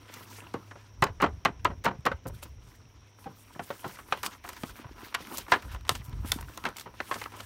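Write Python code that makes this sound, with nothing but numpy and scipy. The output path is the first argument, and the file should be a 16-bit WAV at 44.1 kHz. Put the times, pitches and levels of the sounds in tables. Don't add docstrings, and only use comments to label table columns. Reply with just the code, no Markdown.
import sys
import numpy as np
from scipy import signal
from scipy.fft import rfft, irfft, next_fast_len
from scipy.io import wavfile
from scipy.ndimage import map_coordinates

SR = 44100
rng = np.random.default_rng(int(sys.argv[2]) if len(sys.argv) > 2 else 0)


def volts_from_db(level):
    exponent = np.asarray(level, float) / 20
    return 10 ** exponent


def transcribe(u):
    v = np.clip(np.atleast_2d(u).T, -1, 1)
    q = np.round(v * 32767).astype(np.int16)
    wavfile.write(sys.argv[1], SR, q)


N = 328545
BOX_HZ = 998


def in_time(rows):
    s, *columns = np.transpose(rows)
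    return [np.interp(np.arange(N) / SR, s, c) for c in columns]


def at_hz(points, hz):
    table_hz, table_db = np.array(points).T
    return np.interp(np.log(hz), np.log(table_hz), table_db)


def rms_one(x):
    return x / np.sqrt(np.mean(x ** 2) + 1e-20)


def bandpass(low_hz, high_hz):
    return signal.butter(2, [low_hz, high_hz], "band", fs=SR, output="sos")


def coloured(x, spectrum):
    size = next_fast_len(N)
    hz = np.maximum(np.arange(size // 2 + 1) * SR / size, 1)
    return rms_one(irfft(rfft(x, size) * volts_from_db(at_hz(spectrum, hz)), size)[:N])


def drift(rate):
    knots = rng.standard_normal(3000)
    coarse = np.arange(0, N + 32, 32)
    wander = map_coordinates(knots, [coarse / SR * rate], order=3)
    return np.interp(np.arange(N), coarse, wander)


def add(out, s, sound, db):
    i = round(s * SR)
    out[i:i + len(sound)] += (volts_from_db(db) / np.abs(sound).max() * sound)[:N - i]


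# t/s, level/dB
HUM = [
    (0.0, -50.5),
    (1.04, -48.5),
    (1.37, -116),
    (2.88, -57),
    (3.44, -56),
    (5.25, -67),
    (6.14, -48),
    (6.58, -63),
    (7.45, -49.5),
]


def hum():
    (level_db,) = in_time(HUM)
    waver_db = 1.5 * drift(13)
    return volts_from_db(level_db - 2.5 + waver_db) * np.sin(2 * np.pi * 102.2 * np.arange(N) / SR)


# f/Hz, level/dB (per Hz)
ROOM = [(65, -12), (110, 6.5), (178, -12), (239, -4), (654, -12.5), (1020, -14), (1300, -22), (2300, -17),
        (4000, -22), (4900, -40), (5660, -9), (7280, -64), (15200, -51.5), (16500, -66)]


def room_noise():
    return volts_from_db(-62) * coloured(rng.standard_normal(N), ROOM)


def shrill():
    return volts_from_db(-74) * rms_one(signal.sosfilt(bandpass(5250, 6150), rng.standard_normal(N)))


# t/s, level/dB
RUMBLE = [(0.0, -64), (0.93, -65), (1.02, -47), (1.24, -49.5), (1.68, -47), (2.86, -50.5), (2.94, -65.5),
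          (4.81, -54.5), (5.29, -63.5), (5.5, -50.5), (6.06, -44.5), (6.12, -38.5), (6.89, -62),
          (7.45, -58.5)]


def rumble():
    (level_db,) = in_time(RUMBLE)
    low = signal.sosfilt(bandpass(38, 95), rng.standard_normal(N))
    lumps = volts_from_db(4.0 * drift(14))
    return volts_from_db(level_db) * rms_one(low) * lumps


# start t/s, length/s, level/dB, brightness/dB
STROKES = [(0.116, .12, -52, 4), (0.309, 0.09, -53, 9), (2.28, .008, -68, 36), (2.428, .009, -49, 17),
           (2.35, .04, -66, 20), (2.45, .03, -64, 14), (2.646, 0.11, -68.5, 15), (3.2, 0.11, -63.5, 4),
           (3.36, 0.06, -67, 21), (3.44, .08, -67, 12), (3.535, .03, -60, 15.5), (3.64, .12, -55.5, 13),
           (3.798, .16, -53.5, 10.5), (4.075, .03, -60, 10), (4.117, 0.055, -52, 1.5), (4.19, .03, -58, 8),
           (4.247, 0.02, -39.5, 8.5), (4.29, .045, -56, 6), (4.442, .012, -53, 4), (4.462, .01, -55, 12),
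           (4.48, .04, -53, 6), (4.53, .02, -54, 8), (4.58, .055, -53, 9), (4.66, .05, -54, 9),
           (4.76, .02, -55, 8), (4.79, .025, -54, 0), (5.003, .07, -50, 5), (5.2, .12, -50, -3),
           (5.325, 0.07, -44, 7), (5.51, 0.044, -42.5, -4), (5.63, .08, -56, -1.5), (5.72, 0.025, -51, 3),
           (5.9, 0.025, -46, 4), (5.95, .025, -48, 4), (6.05, .02, -63, 20.5), (6.27, 0.07, -49.5, 16),
           (6.348, .07, -54, 6), (6.48, .1, -58, 12), (6.646, 0.04, -49, -7), (6.775, .035, -50, 12),
           (7.007, 0.09, -53.5, 4), (7.11, 0.12, -49.5, 11.5), (7.363, .1, -54, 7.5)]
# t/s, level/dB
GRIP = [(0.0, -63), (0.45, -59), (0.82, -63), (0.9, -68), (3.1, -69.5), (3.6, -63), (4.33, -61),
        (4.41, -67), (4.6, -61), (4.9, -63), (5.7, -60), (5.8, -66), (6.15, -58), (6.44, -61), (6.55, -58),
        (6.62, -62), (6.9, -63), (7.45, -58)]
GRIP_BRIGHT_DB = -2.5
RISE_DB_PER_S, FADE_DB_PER_S = 320, 200
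BOOM_DB, SCRAPE_DB, HISS_DB = -2.5, -4, -6.5


def stroke_gains():
    t = np.arange(0, N + 32, 32) / SR
    power = volts_from_db(2 * np.interp(t, *np.transpose(GRIP))) * volts_from_db([[-GRIP_BRIGHT_DB], [0], [GRIP_BRIGHT_DB]])
    for s, length_s, db, bright_db in STROKES:
        before_db = RISE_DB_PER_S * np.maximum(s - t, 0)
        after_db = FADE_DB_PER_S * np.maximum(t - s - length_s, 0)
        loss_db = (before_db + after_db) / (10 * max(length_s, .005)) ** .7
        power += volts_from_db(2 * (db - loss_db)) * volts_from_db([[-bright_db], [0], [bright_db]])
    gains = np.sqrt(power) * volts_from_db([[BOOM_DB], [SCRAPE_DB], [HISS_DB]])
    return [np.interp(np.arange(N) / SR, t, gain) for gain in gains]


def rubbing(spectrum, low_hz, high_hz, per_s, spread_db, smooth, patchy_db, rate):
    sizes = volts_from_db(spread_db * np.minimum(rng.exponential(1, N), 5)) * rng.choice([-1, 1], N)
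    grains = rms_one(sizes * (rng.random(N) < per_s / SR))
    friction = coloured(grains + smooth * rng.standard_normal(N), spectrum)
    edges = np.geomspace(low_hz, high_hz, 6)
    patches, sign = np.zeros(N), 1
    for low, high in zip(edges, edges[1:]):
        grip = volts_from_db(3.0 * drift(22))
        patches += sign * grip * signal.sosfilt(bandpass(low, high), friction)
        sign = -sign
    return rms_one(patches) * volts_from_db(patchy_db * drift(rate))


# f/Hz, level/dB (per Hz)
CARD = [(88, -28), (150, 9.5), (297, 3), (549, -6), (951, -2.5), (1090, -4), (1330, 1.5), (1880, -9.5),
        (3310, -13.5), (3600, -16), (8000, -19.5), (10400, -69), (17600, -120)]
# f/Hz, level/dB (per Hz)
SKIN = [(2000, 8.5), (4000, -7), (7000, -7), (9000, -3.5), (10500, -3), (13000, -7), (16000, -5)]


def card_and_skin():
    boom = rubbing(CARD, low_hz=195, high_hz=1494, per_s=400, spread_db=4.5, smooth=1.8,
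                   patchy_db=3.2, rate=60)
    scrape = rubbing(CARD, low_hz=1532, high_hz=6980, per_s=1500, spread_db=3.0, smooth=1.2,
                     patchy_db=3.5, rate=60)
    hiss = rubbing(SKIN, low_hz=2960, high_hz=19300, per_s=1300, spread_db=2.6, smooth=1.05,
                   patchy_db=1.7, rate=58)
    return boom, scrape, hiss


def box_air(x, width_hz, db):
    r = np.exp(-np.pi * width_hz / SR)
    turn = 2 * np.pi * BOX_HZ / SR
    ring = signal.lfilter([(1 - r * r) / 2, 0, (r * r - 1) / 2], [1, -2 * r * np.cos(turn), r * r], x)
    return x + volts_from_db(db) * ring


def crinkle():
    snaps_per_s, ring_turns = 110, 30
    sizes = volts_from_db(4.0 * np.minimum(rng.exponential(1, N), 5)) * (rng.random(N) < snaps_per_s / SR)
    patch = rng.integers(0, 10, N)
    out = np.zeros(N)
    for k, hz in enumerate(np.geomspace(950, 3600, 10)):
        r, w = volts_from_db(-60 * hz / ring_turns / SR), 2 * np.pi * hz / SR
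        out += signal.lfilter([0, np.sin(w)], [1, -2 * r * np.cos(w), r * r], sizes * (patch == k) + 1e-18)
    return volts_from_db(-3) * rms_one(out)


# t/s, level/dB (peak), time to
# fall 60 dB/s, dullness/0-1
TICKS = [(0.1398, -31.5, 0.032, 0.26), (0.539, -40, 0.023, 0.75), (1.0222, -25, 0.02, 0.2),
         (1.04, -19.5, 0.018, 0.72), (1.2186, -28, 0.029, 0.3), (1.4505, -16.5, 0.0052, 0.74),
         (1.6475, -23, 0.014, 0.54), (1.8462, -24, 0.0086, 0.2), (1.854, -27, 0.02, 0.46),
         (2.0636, -24, 0.014, 0.3), (2.27, -33, 0.01, 0.2), (2.2777, -36, 0.025, 0),
         (2.2837, -34, 0.027, 0), (2.4342, -31, 0.024, 0),
         (4.2315, -25, 0.025, 0.4), (4.263, -18, 0.026, 0.46), (4.4894, -28.5, 0.04, 0.1),
          (4.5308, -39, 0.028, 0.2), (4.6347, -29, 0.019, 0.87), (5.1426, -26.5, 0.048, 0.87),
          (5.3727, -23, 0.018, 0.13), (5.382, -20, 0.035, 0.2), (5.517, -27, 0.013, 0),
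          (5.6226, -38, 0.023, 0), (5.723, -43, 0.037, 0.33), (5.878, -38, 0.018, 0.4),
          (5.8928, -8.5, 0.013, 0.96), (5.9523, -28.5, 0.051, 0.59), (6.319, -15, 0.01, 0.79),
          (6.4106, -29.5, 0.016, 0), (6.575, -28, 0.015, 0.48), (6.689, -35, 0.014, 0.5),
          (6.7676, -30, 0.033, 0.3), (6.784, -32, 0.032, 0.5), (6.7967, -30, 0.026, 0.4),
          (6.8093, -35.5, 0.054, 0.47), (7.1417, -27.5, 0.033, 0.75), (7.2398, -27.5, 0.012, 0.89),
          (7.4045, -30.5, 0.036, 0.73),
         (1.84, -36, .01, .3), (2.008, -53, .01, .3), (2.055, -30, .01, .2), (2.2417, -52, .012, .5),
          (3.5383, -48, .015, .1), (4.1743, -42, .012, .2), (4.2557, -30, .015, .2), (4.36, -50, .02, 0),
          (4.4402, -46, .02, .2), (4.4642, -41, .02, .1), (4.5655, -41, .01, .1), (4.6607, -45, .02, .1),
          (4.7655, -46, .015, .1), (4.7705, -45, .015, .1), (5.0833, -45, .012, .2),
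          (5.2709, -39, .015, .3), (5.4819, -45, .015, .2), (5.656, -50, .015, .2), (5.7468, -41, .01, .2),
          (5.81, -49, .008, .2), (5.8316, -57, .01, .3), (5.869, -46, .008, .2), (6.0506, -47, .02, 0),
          (6.063, -47, .015, 0), (6.095, -44, .012, .1), (6.2666, -42, .03, .1), (6.388, -44, .01, .2),
          (6.428, -45, .01, .4), (6.4901, -45, .02, .1), (6.6392, -42, .01, .3), (6.6512, -38, .012, .4),
          (7.1192, -37, .015, .2), (7.3197, -51, .012, .2), (7.3676, -47, .015, .2)]


def ticks():
    rows = TICKS
    out, t = np.zeros(N), np.arange(round(.06 * SR)) / SR
    bright = signal.butter(2, 3500, "high", fs=SR, output="sos")
    for (s, db, t60, dull), noise in zip(rows, rng.standard_normal((len(rows), len(t)))):
        fade = volts_from_db(-60 * t / np.clip(t60, .002, .15)) + 0.013 * volts_from_db(-60 * t / 0.083)
        crack = signal.sosfilt(bright, noise * (1 - np.exp(-t / 0.00012)) * fade)
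        pole = np.clip(dull, 0, .9)
        add(out, s - .0004, signal.lfilter([1], [1, -2 * pole, pole ** 2], crack), db)
    return out


# f/Hz, level/dB (per Hz)
FILM = [(59, -37), (100, -14), (374, -6), (534, -0.5), (750, -6.5), (1010, 7.5), (1340, 1), (2650, -5.5),
        (3020, -8), (7890, -33.5), (9000, -10.5), (11700, -69), (19800, -120)]
# t/s, level/dB (peak), panel f/Hz, hardness/dB per octave, panel share/dB
TAPS = [(1.026, -8.5, 1047, -1.5, -4), (1.068, -29.5, 1006, 1, 2), (1.225, -11.5, 1087, -3.5, 0),
        (1.24, -20, 800, -2, -4), (1.262, -26, 1012, -2, -3), (1.454, -7.5, 910, -0.5, -4.5),
        (1.652, -8.5, 985, -1.0, 2.5), (1.704, -35.5, 558, -4.5, 2), (1.843, -30, 900, 0, -4),
        (1.85, -20, 506, -1, 4), (1.861, -13, 931, -3, 0), (1.877, -26, 890, -1, 0),
        (1.911, -35, 1050, -6.5, -7), (2.055, -22.5, 536, 4.5, 8), (2.063, -12, 1155, -2, 2),
        (2.257, -28.5, 524, -9, 1), (3.261, -30, 789, -7.5, 8.5), (3.845, -26.5, 1010, -5.5, -3),
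        (3.989, -33.5, 1127, -1.0, 3), (4.234, -21, 980, 2.5, 2.5), (4.445, -33, 716, -0.5, 0),
        (5.5215, -7, 1013, 1.5, 6), (5.538, -16, 1690, 1, 5), (6.664, -22, 1100, 1, -3),
        (6.861, -32, 954, -5.5, 5.5)]
# t/s, level/dB (peak), panel f/Hz, hardness/dB per octave
KNOCKS = [(0.711, -34.5, 1720, -1), (0.756, -38.5, 572, -5.5), (1.037, -17.5, 1140, 1.5),
          (1.202, -24, 1267, -2), (1.2105, -26, 1150, -1.5), (2.116, -22, 544, -2), (2.427, -36, 568, -2),
          (3.594, -24.5, 717, -3.5), (3.704, -21, 565, -3), (4.124, -9.5, 2490, 1), (4.491, -30.5, 990, 1),
          (4.635, -26.5, 1250, -4.5), (5.381, -33, 958, -3), (5.749, -36, 1010, 0), (5.8932, -14, 1035, -1),
          (5.951, -32, 965, 3), (6.247, -38, 990, -3.2), (6.3195, -28, 990, -1.5), (6.387, -32, 923, -1.3),
          (6.575, -31.5, 1037, -3), (7.113, -17.5, 1090, 0.5), (7.401, -32, 1350, -0.5)]
# t/s, level/dB (peak), hardness/dB per octave
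TOUCHES = [(0.162, -41, -5.5), (0.207, -42, -7), (0.385, -38.5, -4.5), (0.42, -40, -5), (0.467, -40, -3),
           (2.298, -37, -7), (2.455, -39, -8), (3.187, -46.5, -2), (3.243, -41, 5), (3.557, -36.5, -7.5),
           (4.086, -41, -3), (4.174, -34, 2), (4.566, -37.5, 4), (4.764, -40, 5), (4.845, -38, -4.5),
           (4.981, -40.5, 0), (5.204, -35.5, -7), (5.482, -32, -2), (5.624, -38, 5), (5.662, -44, -8.5),
           (5.851, -40, 7), (6.129, -39.5, 7), (6.426, -37.5, 0), (6.495, -41, -7), (6.768, -48, 9),
           (6.94, -42, -3), (7.156, -28.5, -3), (7.32, -38, 1), (7.339, -38, -1.5), (7.372, -38.5, -3.5)]
# t/s, level/dB (peak), panel f/Hz, hardness/dB per octave
SNAPS = [
    (5.148, -21, 5270, 11),
    (5.8928, -18, 3100, 12),
    (5.8932, -17, 4500, 14),
    (6.319, -12.5, 3480, 13.5),
    (6.3195, -18, 4600, 14),
]
# t/s, level/dB (peak), panel f/Hz, hardness/dB per octave,
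# time to fall 60 dB/s
RAPS = [(0.5415, -25, 470, -5.5, .09), (2.43, -33, 2550, 6, .04), (3.857, -35, 1700, 0, .02),
        (3.972, -41, 1700, 0, .02), (4.35, -42, 1200, 0, .04), (4.441, -38, 1600, 2, .03),
        (4.478, -35, 1840, 3, .015), (4.533, -38, 2100, 2, .03), (4.757, -42, 2300, 3, .04),
        (4.79, -40, 1200, 0, .03), (4.868, -42, 1100, 0, .03), (4.893, -44, 1400, 0, .03),
        (5.018, -41, 2570, 3, .02), (5.084, -41, 2320, 3, .02), (5.125, -38, 1100, 0, .03),
        (5.1435, -27, 1250, 2, .04), (5.147, -21, 2330, 5, .04), (5.1505, -18, 2650, 5, .035),
        (5.251, -40, 2080, 2, .02), (5.272, -37, 1500, 4, .02), (5.323, -36, 2790, 3, .04),
        (5.466, -39, 1200, 0, .03), (5.748, -31, 2630, 3, .02), (5.762, -37, 2000, 3, .015),
        (5.81, -44, 3800, 6, .012), (5.869, -40, 3000, 6, .012), (5.881, -36, 3190, 5, .02),
        (6.01, -43, 4500, 6, .012), (6.41, -36, 1610, 2, .02), (6.64, -30, 2590, 3, .015),
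        (6.6535, -15, 1600, 1.5, .065), (6.762, -38, 2190, 2, .03), (6.785, -36, 2200, 3, .02),
        (6.797, -36, 2200, 3, .02), (6.811, -36, 2200, 3, .02), (6.875, -36, 1200, -2, .03),
        (7.003, -19.5, 1448, 0, .035), (7.142, -30, 1680, 2, .02), (7.2155, -27, 3530, 5, .015),
        (7.218, -29, 950, -1, .035), (7.239, -33, 2330, 2, .015), (7.2605, -26, 1204, -1, .015)]
FILM_T60_S, CARD_T60_S, SNAP_T60_S, TOUCH_T60_S = 0.07, 0.056, 0.026, 0.056
FILM_SPREAD_S, CARD_SPREAD_S, SNAP_SPREAD_S = 0.004, 0.0007, 0.0003
SOFT_LINGER_S_PER_DB = 0.0008
CARD_PANEL_DB, SNAP_PANEL_DB, RAP_PANEL_DB = 3, 6.5, 0.5
HIGH_PANEL_LOSS_DB_PER_S = 450


def knocks():
    out, t = np.zeros(N), np.arange(round(.25 * SR)) / SR
    hz = 110 * 2 ** np.arange(0, 7, .5)
    white = rng.standard_normal((2, N + len(t)))
    filters = [bandpass(f / 1.19, f * 1.19) for f in hz]
    bands = np.array([rms_one(signal.sosfilt(sos, white[k % 2])) for k, sos in enumerate(filters)])
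    pushes = np.array([signal.sosfilt(sos, 1. * (t == 0)) for sos in filters])
    pushes /= np.abs(pushes).max(axis=1, keepdims=True)
    rattle = volts_from_db(2.2 * drift(150))

    taps = [(*tap[:4], FILM_T60_S - SOFT_LINGER_S_PER_DB * (tap[1] + 20), tap[4]) for tap in TAPS]
    card = [(*knock, CARD_T60_S, CARD_PANEL_DB) for knock in KNOCKS]
    touches = [(s, db, BOX_HZ, hardness_db, TOUCH_T60_S, CARD_PANEL_DB) for s, db, hardness_db in TOUCHES]
    snaps = [(*snap, SNAP_T60_S, SNAP_PANEL_DB) for snap in SNAPS]
    raps = [(*rap, RAP_PANEL_DB) for rap in RAPS]
    # blows, spread/s, head start/s, tail level/dB
    kinds = [(taps, FILM_SPREAD_S, .0028, -15),
             (card + touches, CARD_SPREAD_S, .0008, -17),
             (snaps + raps, SNAP_SPREAD_S, .0006, -22)]
    for blows, spread_s, lead_s, tail_db in kinds:
        for s, db, panel_hz, hardness_db, t60, panel_db in blows:
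            level_db = at_hz(FILM, hz) + 10 * np.log10(hz) + hardness_db * np.log2(hz / 1000)
            khz = np.append(hz, panel_hz)[:, None] / 1000
            decay = np.clip(t60, .01, .4) * khz ** -.35
            rise = spread_s * khz ** -.3
            fall = volts_from_db(-60 * t / decay) + volts_from_db(tail_db - 60 * t / (2.26 * decay))
            shape = (1 - np.exp(-t / rise)) * fall
            i = round(s * SR)
            crowd = volts_from_db(level_db) @ (shape[:-1] * bands[:, i:i + len(t)])
            crowd = crowd * np.resize(rattle[i:], len(t))
            strike = volts_from_db(-5.5) * np.roll(volts_from_db(level_db) @ pushes, round(1.6 * spread_s * SR))
            panel = volts_from_db(level_db.max() + panel_db) * shape[-1] ** 1.03 * np.sin(2 * np.pi * panel_hz * t)
            panel = panel * volts_from_db(-HIGH_PANEL_LOSS_DB_PER_S * max(panel_hz - BOX_HZ, 0) / 1000 * t)
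            add(out, s - lead_s, crowd + strike + panel, db)
    return out


# t/s (largest swing), level/dB (peak), f/Hz
PUFFS = [(0.547, -24, 300), (1.029, -14, 167), (1.054, -27, 190), (1.109, -30.5, 83), (1.232, -20, 237),
         (1.462, -24, 197), (1.505, -30, 174), (1.704, -29, 188), (1.728, -29, 78), (1.913, -29, 190),
         (1.995, -31, 121), (2.06, -25, 262), (2.117, -28, 191), (2.153, -29.5, 79), (4.127, -33.5, 156),
         (4.64, -22, 270), (4.8, -35.5, 288), (4.862, -33.5, 109), (4.915, -37, 300), (5.035, -33.5, 298),
         (5.53, -30, 122), (5.766, -29.5, 65), (5.922, -27.5, 129), (6.008, -30.5, 111),
         (6.091, -28.5, 108), (6.139, -23.5, 89), (6.205, -28, 88), (6.251, -28.5, 228),
         (6.364, -26.5, 247), (6.668, -28, 222)]


def puffs():
    out, t = np.zeros(N), np.arange(round(.15 * SR)) / SR
    for s, db, hz in PUFFS:
        turns, phase = hz * t, rng.random()
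        swing = turns ** 2 * np.exp(-turns * 2.92) * np.sin(2 * np.pi * (turns + phase))
        add(out, s - 1.108 / hz, swing, db - 3.0)
    return out


def echoes(x):
    t = np.arange(round(.4 * SR)) / SR
    dull = signal.lfilter([1], [1, -.6], rng.standard_normal(len(t)))
    tail = dull * volts_from_db(-60 * t / 0.12) * (t > .004)
    return signal.fftconvolve(x, tail / np.sqrt(np.sum(tail ** 2)))[:N]


def scene():
    room = room_noise() + hum() + shrill()
    boom_gain, scrape_gain, hiss_gain = stroke_gains()
    boom, scrape, hiss = card_and_skin()
    rubs = box_air(boom_gain * boom, width_hz=51, db=4.0) + scrape_gain * scrape + hiss_gain * hiss
    box = knocks() + ticks() + scrape_gain * crinkle()
    low = puffs() + rumble()
    return (box + volts_from_db(-20) * echoes(box) + rubs + low + room)[None]


def top_cut(x):
    return signal.sosfilt(signal.butter(12, 16830, fs=SR, output="sos"), x)


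def record(dry):
    mix = signal.sosfilt(signal.butter(2, 36, "high", fs=SR, output="sos"), dry)
    mix = mix - 0.52 * signal.lfilter(*signal.iirpeak(10500, 9.0, fs=SR), mix)
    mix = signal.sosfilt(signal.cheby2(12, 22, 16000, fs=SR, output="sos"), mix)
    mix = signal.sosfilt(signal.cheby2(12, 60, 16800, fs=SR, output="sos"), mix)
    return top_cut(mix)


dry = scene()
out = record(dry)
transcribe(out)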